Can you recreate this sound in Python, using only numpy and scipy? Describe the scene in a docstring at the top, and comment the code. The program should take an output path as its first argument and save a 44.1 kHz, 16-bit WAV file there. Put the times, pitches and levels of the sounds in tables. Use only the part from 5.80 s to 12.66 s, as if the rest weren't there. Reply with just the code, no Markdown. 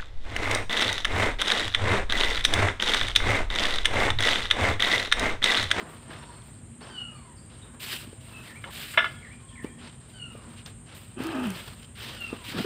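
"""Dense undergrowth among trees: someone walks up towards the microphone. Leaves, as dense coloured ticks,
swish past the body; twigs snap as ringing clicks, a hollow stalk rings its modes when knocked, dry leaves tick.
Feet thud as soft pushes with a puff of noise and drag as singing friction noise. Birds call among the trees as
gliding tones; thin far tones waver, some like a distant metal clink, others like bird notes. Insects and a far
engine drone are noise in narrow bands, over a bed of coloured air noise."""
import sys
import numpy as np
from scipy import signal
from scipy.io import wavfile

SR = 44100
rng = np.random.default_rng(int(sys.argv[2]) if len(sys.argv) > 2 else 0)


def generate_wav(signal):
    """Clip the signal to [-1, 1] and save it as 16-bit WAV at the path in sys.argv[1]."""
    frames = np.transpose(np.atleast_2d(signal))
    scaled = np.clip(frames, -1, 1) * 32767
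    pcm = np.round(scaled).astype(np.int16)
    wavfile.write(sys.argv[1], SR, pcm)


def voltage_ratio(decibels):
    """Convert decibels (scalar or array-like) to amplitude ratios, 20 dB per decade."""
    exponent = np.asarray(decibels, float) / 20
    return 10 ** exponent


N = 302468   # samples


def rms_one(x):
    """Scales to rms 1."""
    return x / np.sqrt(np.mean(x ** 2) + 1e-20)


def band(x, low_hz, high_hz):
    """Butterworth band-pass."""
    return signal.sosfilt(signal.butter(2, [low_hz, high_hz], "band", fs=SR, output="sos"), x)


def drift(rate_hz):
    """Slow random wander of rms 1, about rate_hz changes a second."""
    knot_hz = 400
    knots = rng.standard_normal(int(N / SR * knot_hz) + knot_hz + 2)
    r = np.exp(-2 * np.pi * rate_hz / knot_hz)
    slow = signal.lfilter([1], [1, -2 * r, r * r], knots)
    slow = rms_one(slow[knot_hz:])   # the first second only settles the filter
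    return np.interp(np.arange(N) * knot_hz / SR, np.arange(len(slow)), slow)


def ring(x, hz, t60):
    """A damped resonance: a unit click sets a sine of height 1 ringing, down 60 dB after t60 seconds."""
    r, w = voltage_ratio(-60 / (t60 * SR)), 2 * np.pi * hz / SR
    return signal.lfilter([0, np.sin(w)], [1, -2 * r * np.cos(w), r * r], x + 1e-18)


def add(out, s, x):
    """Mixes x into out from time s on."""
    i = round(s * SR)
    out[i:i + len(x)] += x[:N - i]


def coloured(sources, spectrum, low_hz, high_hz, patchy_db):
    """Third-octave bank; neighbouring bands take different sources and each flickers on its own."""
    edges = np.geomspace(low_hz, high_hz, int(3 * np.log2(high_hz / low_hz)) + 2)
    hz, db = np.transpose(spectrum)
    log_centres = np.log(edges[1:] * edges[:-1]) / 2
    gains = voltage_ratio(np.interp(log_centres, np.log(hz), db))
    out = 0
    for k, (gain, low, high) in enumerate(zip(gains, edges, edges[1:])):
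        flicker = voltage_ratio(patchy_db * drift(12))
        out = out + gain * flicker * band(sources[k % 2], low, high)
    return out


def hums(rows, throb_db, throb_hz):
    """Noise held in narrow bands, each throbbing on its own."""
    out = 0
    for hz, width, db in rows:
        throb = voltage_ratio(db + throb_db * drift(throb_hz))
        out = out + throb * rms_one(band(rng.standard_normal(N), hz - width / 2, hz + width / 2))
    return out


def strokes(rows, t):
    """Power curve of each brushing stroke: a quick swell, then a dying that gathers pace."""
    s, swell, db, dying, _ = np.transpose(rows)[:, :, None]
    rise = np.clip((t - s) / swell, 0, 1) ** 0.4
    fall_db = 20 * (np.maximum(t - s - swell, 0) / dying) ** 1.2
    return (rise * voltage_ratio(db - fall_db)) ** 2


def leaves(per_s=9000, spread_db=2.8, clump_db=1.9):
    """Dense leaf ticks of uneven size, in clumps, coloured in three groups that swell with the brushing."""
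    # thin blades swishing past the body:
    # (start [s], swell [s], swish level [dB], time to die 20 dB [s], fine hiss above swish [dB])
    thin_blades = [(-.02, .02, -57, .1, -12), (.085, .02, -62, .1, -2), (.14, .05, -64, .3, -14),
                   (.29, .05, -61, .5, -14), (.63, .03, -67, .1, -3), (1.995, .14, -42, .13, -3.5),
                   (2.26, .04, -65, .2, -7), (2.4, .06, -60, .3, -6), (2.52, .16, -57, .16, -4),
                   (2.81, .03, -61, .08, -5), (2.9, .1, -45, .3, -4), (3.04, .08, -48, .07, -2),
                   (3.82, .02, -62, .09, -2), (4.27, .04, -66, .12, -5), (4.52, .02, -66, .12, -5),
                   (4.68, .03, -62, .1, -11), (4.76, .03, -55, .05, -16), (4.855, .015, -54, .06, -10),
                   (5.145, .025, -60, .16, 2.), (5.385, .06, -50, .12, -8), (5.53, .28, -50, .22, -6.5),
                   (5.97, .05, -64, .12, -6), (6.15, .08, -46, .5, -10), (6.635, .065, -45.5, .09, -8),
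                   (6.76, .06, -45, .2, -8)]
    # broad leaves pushed aside:
    # (start [s], swell [s], body level [dB], time to die 20 dB [s], swish above body [dB])
    broad_leaves = [(-.02, .02, -42, .24, -16), (.25, .09, -49.5, .5, -11), (1.005, .025, -49, .3, -9),
                    (1.2, .1, -61, .9, -11), (1.69, .03, -60, .25, -3), (1.75, .2, -60, .2, -20),
                    (2.2, .05, -58, .2, -10), (2.45, .15, -55, .5, -15), (2.845, .03, -46, .09, -14),
                    (3.15, .03, -44, .22, -7), (3.4, .05, -62, .9, -5), (3.82, .02, -55, .1, -10),
                    (3.98, .09, -54, .14, -2), (4.2, .05, -65, .6, -3), (4.5, .18, -54.5, .2, -12),
                    (4.855, .015, -52, .07, -10), (5.06, .07, -56, .3, -1.5), (5.375, .19, -41, .42, -14),
                    (6.17, .1, -49, .5, -12), (6.5, .04, -48, .05, -11), (6.7, .1, -42, .1, -8)]
    # body, swish and fine hiss: (from [Hz], to [Hz], level taken from [Hz], level taken to [Hz])
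    colour_groups = [(300, 2300, 500, 1700), (1100, 6300, 3300, 4300), (6000, 15900, 11000, 15500)]
    # colour of body and fine hiss: (frequency [Hz], relative density [dB per Hz])
    leaf_colour = [(180, -40), (300, 2.5), (485, -4), (572, -1.5), (757, -5.5), (1140, -1.5), (2250, -13.5),
                   (6000, -8), (8320, 7), (11500, -5), (15600, 7)]
    # colour of the swish: (frequency [Hz], relative density [dB per Hz])
    swish_colour = [(1000, -32), (1500, -17.5), (2100, -14), (2900, -10), (4510, -17), (6000, -30)]
    # foliage never quite still: (body [dB], swish [dB], fine hiss [dB])
    stir_levels = (-72, -77, -83.5)
    blade_body_db, broad_hiss_db = -9, -30   # blade body against its swish, broad hiss against its body

    t = np.arange(0, N, 64) / SR
    blades, broad = strokes(thin_blades, t), strokes(broad_leaves, t)
    blade_hiss = voltage_ratio(2 * np.array(thin_blades)[:, 4])   # power ratios
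    broad_swish = voltage_ratio(2 * np.array(broad_leaves)[:, 4])
    body_power = broad.sum(0) + voltage_ratio(2 * blade_body_db) * blades.sum(0)
    swish_power = blades.sum(0) + broad_swish @ broad
    hiss_power = blade_hiss @ blades + voltage_ratio(2 * broad_hiss_db) * broad.sum(0)

    # two unrelated streams of ticks, per_s ticks a second in each
    sizes = voltage_ratio(spread_db * np.minimum(rng.exponential(1, (2, N)), 5))
    ticks = (rng.random((2, N)) < per_s / SR) * sizes
    ticks = ticks * rng.choice([-1, 1], (2, N)) * voltage_ratio(clump_db * drift(27))
    colours = (leaf_colour, swish_colour, leaf_colour)
    powers = (body_power, swish_power, hiss_power)
    out = 0
    for (low, high, a, b), colour, power, stir_db in zip(colour_groups, colours, powers, stir_levels):
        x = coloured(ticks, colour, low, high, 1.5)
        level = np.interp(np.arange(N) / SR, t, np.sqrt(power + voltage_ratio(2 * stir_db)))
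        out = out + x / np.std(band(x, a, b)) * level
    return out


def twigs(noisy=0.45, wide=1.5):
    """A snap is a ringing click plus a puff of noise around its pitch; the ring dies 2.5 times as fast."""
    # twigs and stems: (time [s], level [dB], pitch [Hz], t60 of the puff [s])
    snaps = [(.3147, -42, 1030, .04), (0.3315, -35, 1730, 0.05), (0.3592, -33, 1400, 0.027),
             (.361, -39, 2550, .03), (.5018, -45, 1060, .04), (0.62, -48, 3460, 0.034),
             (1.0145, -35, 1040, 0.032), (1.699, -47, 2690, 0.03), (2.0032, -34, 3240, 0.03),
             (3.843, -38, 2310, 0.032), (4.8607, -26, 3540, 0.019), (5.4026, -30, 1550, 0.03),
             (5.44, -32, 1700, 0.041), (5.488, -31, 1700, 0.055), (6.0292, -38, 3000, 0.03),
             (6.0444, -40, 3100, 0.036), (6.6997, -27.5, 2230, 0.033), (6.8443, -27, 1430, 0.044)]
    out, t = np.zeros(N), np.arange(SR // 5) / SR
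    for s, db, hz, t60 in snaps:
        puff = rms_one(band(rng.standard_normal(len(t)), hz / wide, hz * wide))
        click = np.sin(2 * np.pi * hz * t) * voltage_ratio(-150 * t / t60)
        x = click + noisy * puff * voltage_ratio(-60 * t / t60)
        onset = np.minimum(t * hz / 2.5, 1)   # over 2.5 cycles
        add(out, s, voltage_ratio(db) * x * onset)
    return out


def stalk(soft_hz=3800, thin_hz=950):
    """Each blow is a short, rough, blunt contact ringing a hollow stalk; the top modes escape the bluntness."""
    # a blow and its rattle: (time of strongest force [s], peak [dB], rise of the contact force [s])
    knocks = [(2.841, -26, .003), (3.14, -29, 0.0073), (3.1772, -2, .0045), (3.191, -12, .003),
              (3.205, -13.5, 0.0026), (3.222, -19.5, 0.0063), (3.244, -15, .002), (3.258, -20, 0.0063)]
    # modes of the stalk: (frequency [Hz], relative strength before the bluntness [dB], t60 [s])
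    modes = [(668, -1, 0.08), (1195, -9, 0.15), (2159, -3, 0.08), (1440, 8.5, 0.048), (1724, 13, 0.029),
             (2062, 9, 0.031), (2435, -7.5, 0.14), (2687, 3, 0.037), (2850, -1, .06), (3026, -5, 0.087),
             (3400, -1, 0.05), (3640, -13, .16), (5180, -34, .2), (5480, -33, 0.22), (6180, -35, 0.26)]
    out, t = np.zeros(N), np.arange(SR // 2) / SR
    soft = signal.butter(10, soft_hz, fs=SR, output="sos")
    thin = signal.butter(2, thin_hz, "high", fs=SR, output="sos")
    blunt = np.vstack([soft, thin])
    for s, db, contact in knocks:
        force = (t / contact * np.exp(1 - t / contact)) ** 2 * rng.standard_normal(len(t))
        x = signal.sosfilt(blunt, sum(voltage_ratio(level) * ring(force, hz, t60) for hz, level, t60 in modes[:-3]))
        for hz, level, t60 in modes[-3:]:
            x += voltage_ratio(level) * band(ring(force, hz, t60), hz * .97, hz * 1.03)
        add(out, s - contact, voltage_ratio(db) * x / np.abs(x).max())
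    return out


def crackles(low_hz=3400, t60=0.0081):
    """A dry leaf ticking close by is a spit of bright noise a few milliseconds long."""
    # dry leaves: (time [s], starting level before the band-pass [dB])
    dry_ticks = [(3.8228, -52), (4.5257, -58), (4.6923, -53), (4.861, -52), (5.1498, -44), (5.1718, -46),
                 (5.4374, -34), (5.4693, -31), (5.5993, -49), (5.6706, -36), (5.7039, -30), (5.8113, -42),
                 (5.949, -43), (6.147, -54), (6.407, -39)]
    out, t = np.zeros(N), np.arange(SR // 50) / SR
    for s, db in dry_ticks:
        spit = rng.standard_normal(len(t)) * voltage_ratio(-60 * t / t60)
        add(out, s, voltage_ratio(db) * band(spit, low_hz, 15500))
    return out


def thuds(tail_db=-13, tail_t60=.07):
    """A footfall is a soft push of a few cycles at most, then a dull puff from the soil."""
    # footfalls: (middle of the push [s], peak of the push [dB], pitch [Hz], span of the push [cycles])
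    footfalls = [(.03, -35, 230, 2.5), (.298, -37, 310, 1.5), (2.276, -38, 240, 1.5),
                 (2.331, -36, 400, 1.2), (3.847, -21, 300, 1.1), (4.553, -35, 480, 1.5),
                 (5.405, -24, 300, 1.2), (6.53, -22, 340, 1.1), (5.905, -35, 115, 1.5),
                 (6.69, -38, 260, 3.), (6.72, -35, 200, 1.2), (6.749, -28, 260, 2.), (6.757, -32, 190, 2.),
                 (6.767, -29, 170, 1.6), (6.778, -33, 140, 1.5), (6.79, -22, 260, 1.2),
                 (6.797, -28, 150, 1.5), (6.807, -22, 230, 2.), (6.85, -22, 400, 4.)]
    out, t = np.zeros(N), np.arange(-SR // 40, SR // 10) / SR
    for s, db, hz, cycles in footfalls:
        push = -np.sin(2 * np.pi * hz * t) * np.exp(-(2 * hz * t / cycles) ** 2)
        puff = rms_one(band(rng.standard_normal(len(t)), hz / 2, hz * 2))
        puff = puff * (t > 0) * voltage_ratio(tail_db - 60 * t / tail_t60)
        add(out, s + t[0], voltage_ratio(db) * (push / np.abs(push).max() + puff))
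    return out


def drag(width_hz=32, sway_share=.3):
    """Friction noise sings in a hollow whose pitch rises and sinks with the sliding foot."""
    # a foot dragged over a hollow: (time [s], pitch [Hz], level [dB])
    slide = [(5.36, 235, -39), (5.42, 262, -36), (5.475, 335, -32.5), (5.535, 315, -36), (5.56, 258, -29),
             (5.645, 250, -31.5), (5.68, 200, -31), (5.72, 185, -38), (5.79, 170, -52)]
    # fixed resonances of the hollow: (frequency [Hz], width [Hz], level against the singing [dB])
    resonances = [(365, 70, -14), (651, 50, -20), (850, 120, -17), (1250, 130, -15), (1590, 160, -19),
                  (2610, 250, -16), (3080, 250, -21)]
    knots, pitches, levels = np.transpose(slide)
    t = np.arange(round((knots[-1] - knots[0]) * SR)) / SR
    hz = np.interp(t + knots[0], knots, pitches)
    level = voltage_ratio(np.interp(t + knots[0], knots, levels))
    ends = np.clip(np.minimum(t, t[::-1]) / .015, 0, 1)
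    # a steady tone swayed at random in height and phase
    pole = np.exp(-np.pi * width_hz / SR)
    shake = signal.lfilter([1], [1, -pole], rng.standard_normal((2, len(hz))))
    sway = 1 + (shake[0] + 1j * shake[1]) / np.std(shake) * sway_share
    x = rms_one(np.real(sway * np.exp(2j * np.pi * np.cumsum(hz) / SR)))
    x += hums(resonances, 2.7, 30)[:len(x)]
    out = np.zeros(N)
    add(out, knots[0], x * level * ends)
    return out


def cries(wobble, hoarse=.014):
    """Falling harmonic bird cries, hoarse from pitch wobble; each sags ever faster and surges once early on."""
    # cries: (start [s], length [s], from [Hz], to [Hz], level [dB])
    calls = [(1.09, .45, 1570, 880, -54.5), (2.46, .19, 1370, 1250, -65), (4.32, .42, 1560, 850, -59),
             (6.33, .345, 1520, 880, -54.5)]
    # partials 1-4: (level against the cry [dB], fade [dB per s], gain in the surge [dB])
    partials = [(1.5, 16, 0.), (-1, 36, 24), (-1, 140, 9), (-17, 110, 6)]
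    surge_s, surge_width_s, sag_power = .11, .06, 1.25
    out = np.zeros(N)
    for s, length, from_hz, to_hz, db in calls:
        t = np.arange(round(length * SR)) / SR
        hz = from_hz + (to_hz - from_hz) * (t / length) ** sag_power
        ends = np.clip(np.minimum(t, t[::-1]) / .02, 0, 1)
        surge = np.exp(-((t - surge_s) / surge_width_s) ** 2)
        phase = 2 * np.pi * np.cumsum(hz * (1 + hoarse * wobble[:len(hz)])) / SR
        for k, (level, loss, gain) in enumerate(partials):
            height = voltage_ratio(db + level - loss * t + gain * surge)
            add(out, s, ends * height * np.sin((k + 1) * phase))
    return out


def warbles():
    """A small bird sings one phrase three times, as short sines gliding in pitch."""
    # phrases: (start [s], level [dB])
    phrases = [(2.655, -49), (3.409, -47.5), (3.753, -48)]
    # notes, a falling trill and a rising hook:
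    # (time after start [s], length [s], from [Hz], towards [Hz], bend [share of length], level in phrase [dB])
    notes = [(0., .015, 2600, 1950, .5, -2), (.018, .015, 2400, 1800, .5, 0),
             (.036, .015, 2250, 1700, .5, 0), (.053, .015, 2100, 1600, .5, -1),
             (.086, .05, 1300, 2420, .22, -1)]
    out = np.zeros(N)
    for start, db in phrases:
        for s, length, from_hz, to_hz, bend, note_db in notes:
            u = np.linspace(0, 1, round(length * SR))
            hz = to_hz + (from_hz - to_hz) * np.exp(-u / bend)
            tone = np.sin(2 * np.pi * np.cumsum(hz) / SR)
            add(out, start + s, voltage_ratio(db + note_db) * np.sin(np.pi * u) ** .5 * tone)
    return out


def far_tones(wobble):
    """Thin far tones, some like a distant metal clink, others like bird notes: single wavering sines."""
    # far tones: (start [s], level [dB], pitch [Hz], wobble [Hz], length [s])
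    tones = [(0.253, -56.5, 655, 13, 0.14), (.36, -68, 5270, 15, 0.072), (.39, -68, 5500, 8.4, 0.15),
             (.42, -53, 956, 36, 0.17), (.4, -63, 3600, 40, 0.1), (.45, -66, 4520, 15, .1),
             (0.51, -63, 4280, 25, 0.11), (1.012, -57, 4460, 30, 0.031), (1.02, -63, 5250, 90, 0.061),
             (1.35, -63.5, 4420, 110, 0.11), (1.565, -60, 4850, 320, .07), (1.812, -56, 3400, 350, .015),
             (1.822, -56, 3800, 70, .025), (2.356, -63, 652, 16, 0.28), (3.345, -57, 3300, 64, 0.053),
             (3.604, -60, 1065, 28, 0.45), (3.687, -54.5, 3260, 220, 0.051), (3.7, -64, 1815, 35, 0.45),
             (3.878, -64, 3250, 34, 0.13)]
    out = np.zeros(N)
    for s, db, hz, wobble_hz, length in tones:
        u = np.linspace(0, 1, round(length * SR))
        pitch = hz + wobble_hz * wobble[round(s * SR):][:len(u)]
        tone = np.sin(2 * np.pi * np.cumsum(pitch) / SR)
        add(out, s, voltage_ratio(db) * np.sin(np.pi * u ** 0.41) ** .5 * tone)   # strongest early on
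    return out


def birds_and_far_tones(flutter_db=3.5):
    """Bird cries, warbled phrases and thin far tones, all under one quick random flutter in level."""
    flutter, wobble = voltage_ratio(flutter_db * drift(90)), drift(90)
    return flutter * (cries(wobble) + warbles() + far_tones(wobble))


def trees(x):
    """Trunks and leaves scatter sound back as a short, dull, diffuse tail."""
    t60, top_hz, rise_s = 0.4, 10800, 0.0042
    t = np.arange(SR // 2) / SR
    tail = rng.standard_normal(len(t)) * voltage_ratio(-60 * t / t60) * np.minimum(t / rise_s, 1)
    tail = band(tail, 300, top_hz)
    return signal.fftconvolve(x, tail / np.linalg.norm(tail))[:N]


def insects():
    """Insects sing as narrow bands of high noise in a fast throb."""
    # insect song: (frequency [Hz], width [Hz], level [dB])
    singers = [(7250, 320, -68.5), (7550, 27, -71.5), (8360, 600, -58.5), (8634, 58, -63),
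               (9100, 480, -66.5), (9600, 540, -82)]
    return hums(singers, 1.46, 37)


def drone():
    """A far engine hums as narrow bands of low noise in a slow throb."""
    # engine hum: (frequency [Hz], width [Hz], level [dB])
    engine_bands = [(52.5, 7.9, -61.5), (99.3, 8.3, -59.5), (126.7, 31, -57.5), (233.4, 18, -56.5)]
    return hums(engine_bands, 1.85, 1.6)


def air(level_db=-48.5):
    """The air of the place: steady noise, strongest in the bass, whose bands flicker a little."""
    # colour of the air: (frequency [Hz], relative density [dB per Hz])
    air_colour = [(24, -37), (40, 2), (108, 9.5), (183, 2.5), (235, 0), (387, -10), (797, -17),
                  (2920, -22.5), (5860, -43), (8520, -16), (11500, -74), (15500, -53)]
    return voltage_ratio(level_db) * rms_one(coloured(rng.standard_normal((2, N)), air_colour, 41.56, 15880, 1.0))


def scene():
    """Near sounds nearly dry, birds and far tones soaked in the trees' scatter, over air, drone and insects."""
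    near = twigs() + stalk() + crackles() + thuds()
    distant = birds_and_far_tones()
    scatter = trees(voltage_ratio(-16) * near + voltage_ratio(-5) * distant)
    beds = insects() + drone() + air()
    out = leaves() + near + drag() + distant + scatter + beds
    return out[None]


def roll_off(x):
    """The treble ends steeply here."""
    return signal.sosfilt(signal.butter(12, 15760, fs=SR, output="sos"), x)


def record(dry):
    """At the microphone the bass is cut below 42 Hz and the top is 60 dB down from 16.4 kHz on."""
    x = signal.sosfilt(signal.butter(4, 42, "high", fs=SR, output="sos"), dry)
    x = signal.sosfilt(signal.cheby2(12, 60, 16400, fs=SR, output="sos"), x)
    return roll_off(x)


dry = scene()
out = record(dry)
generate_wav(out)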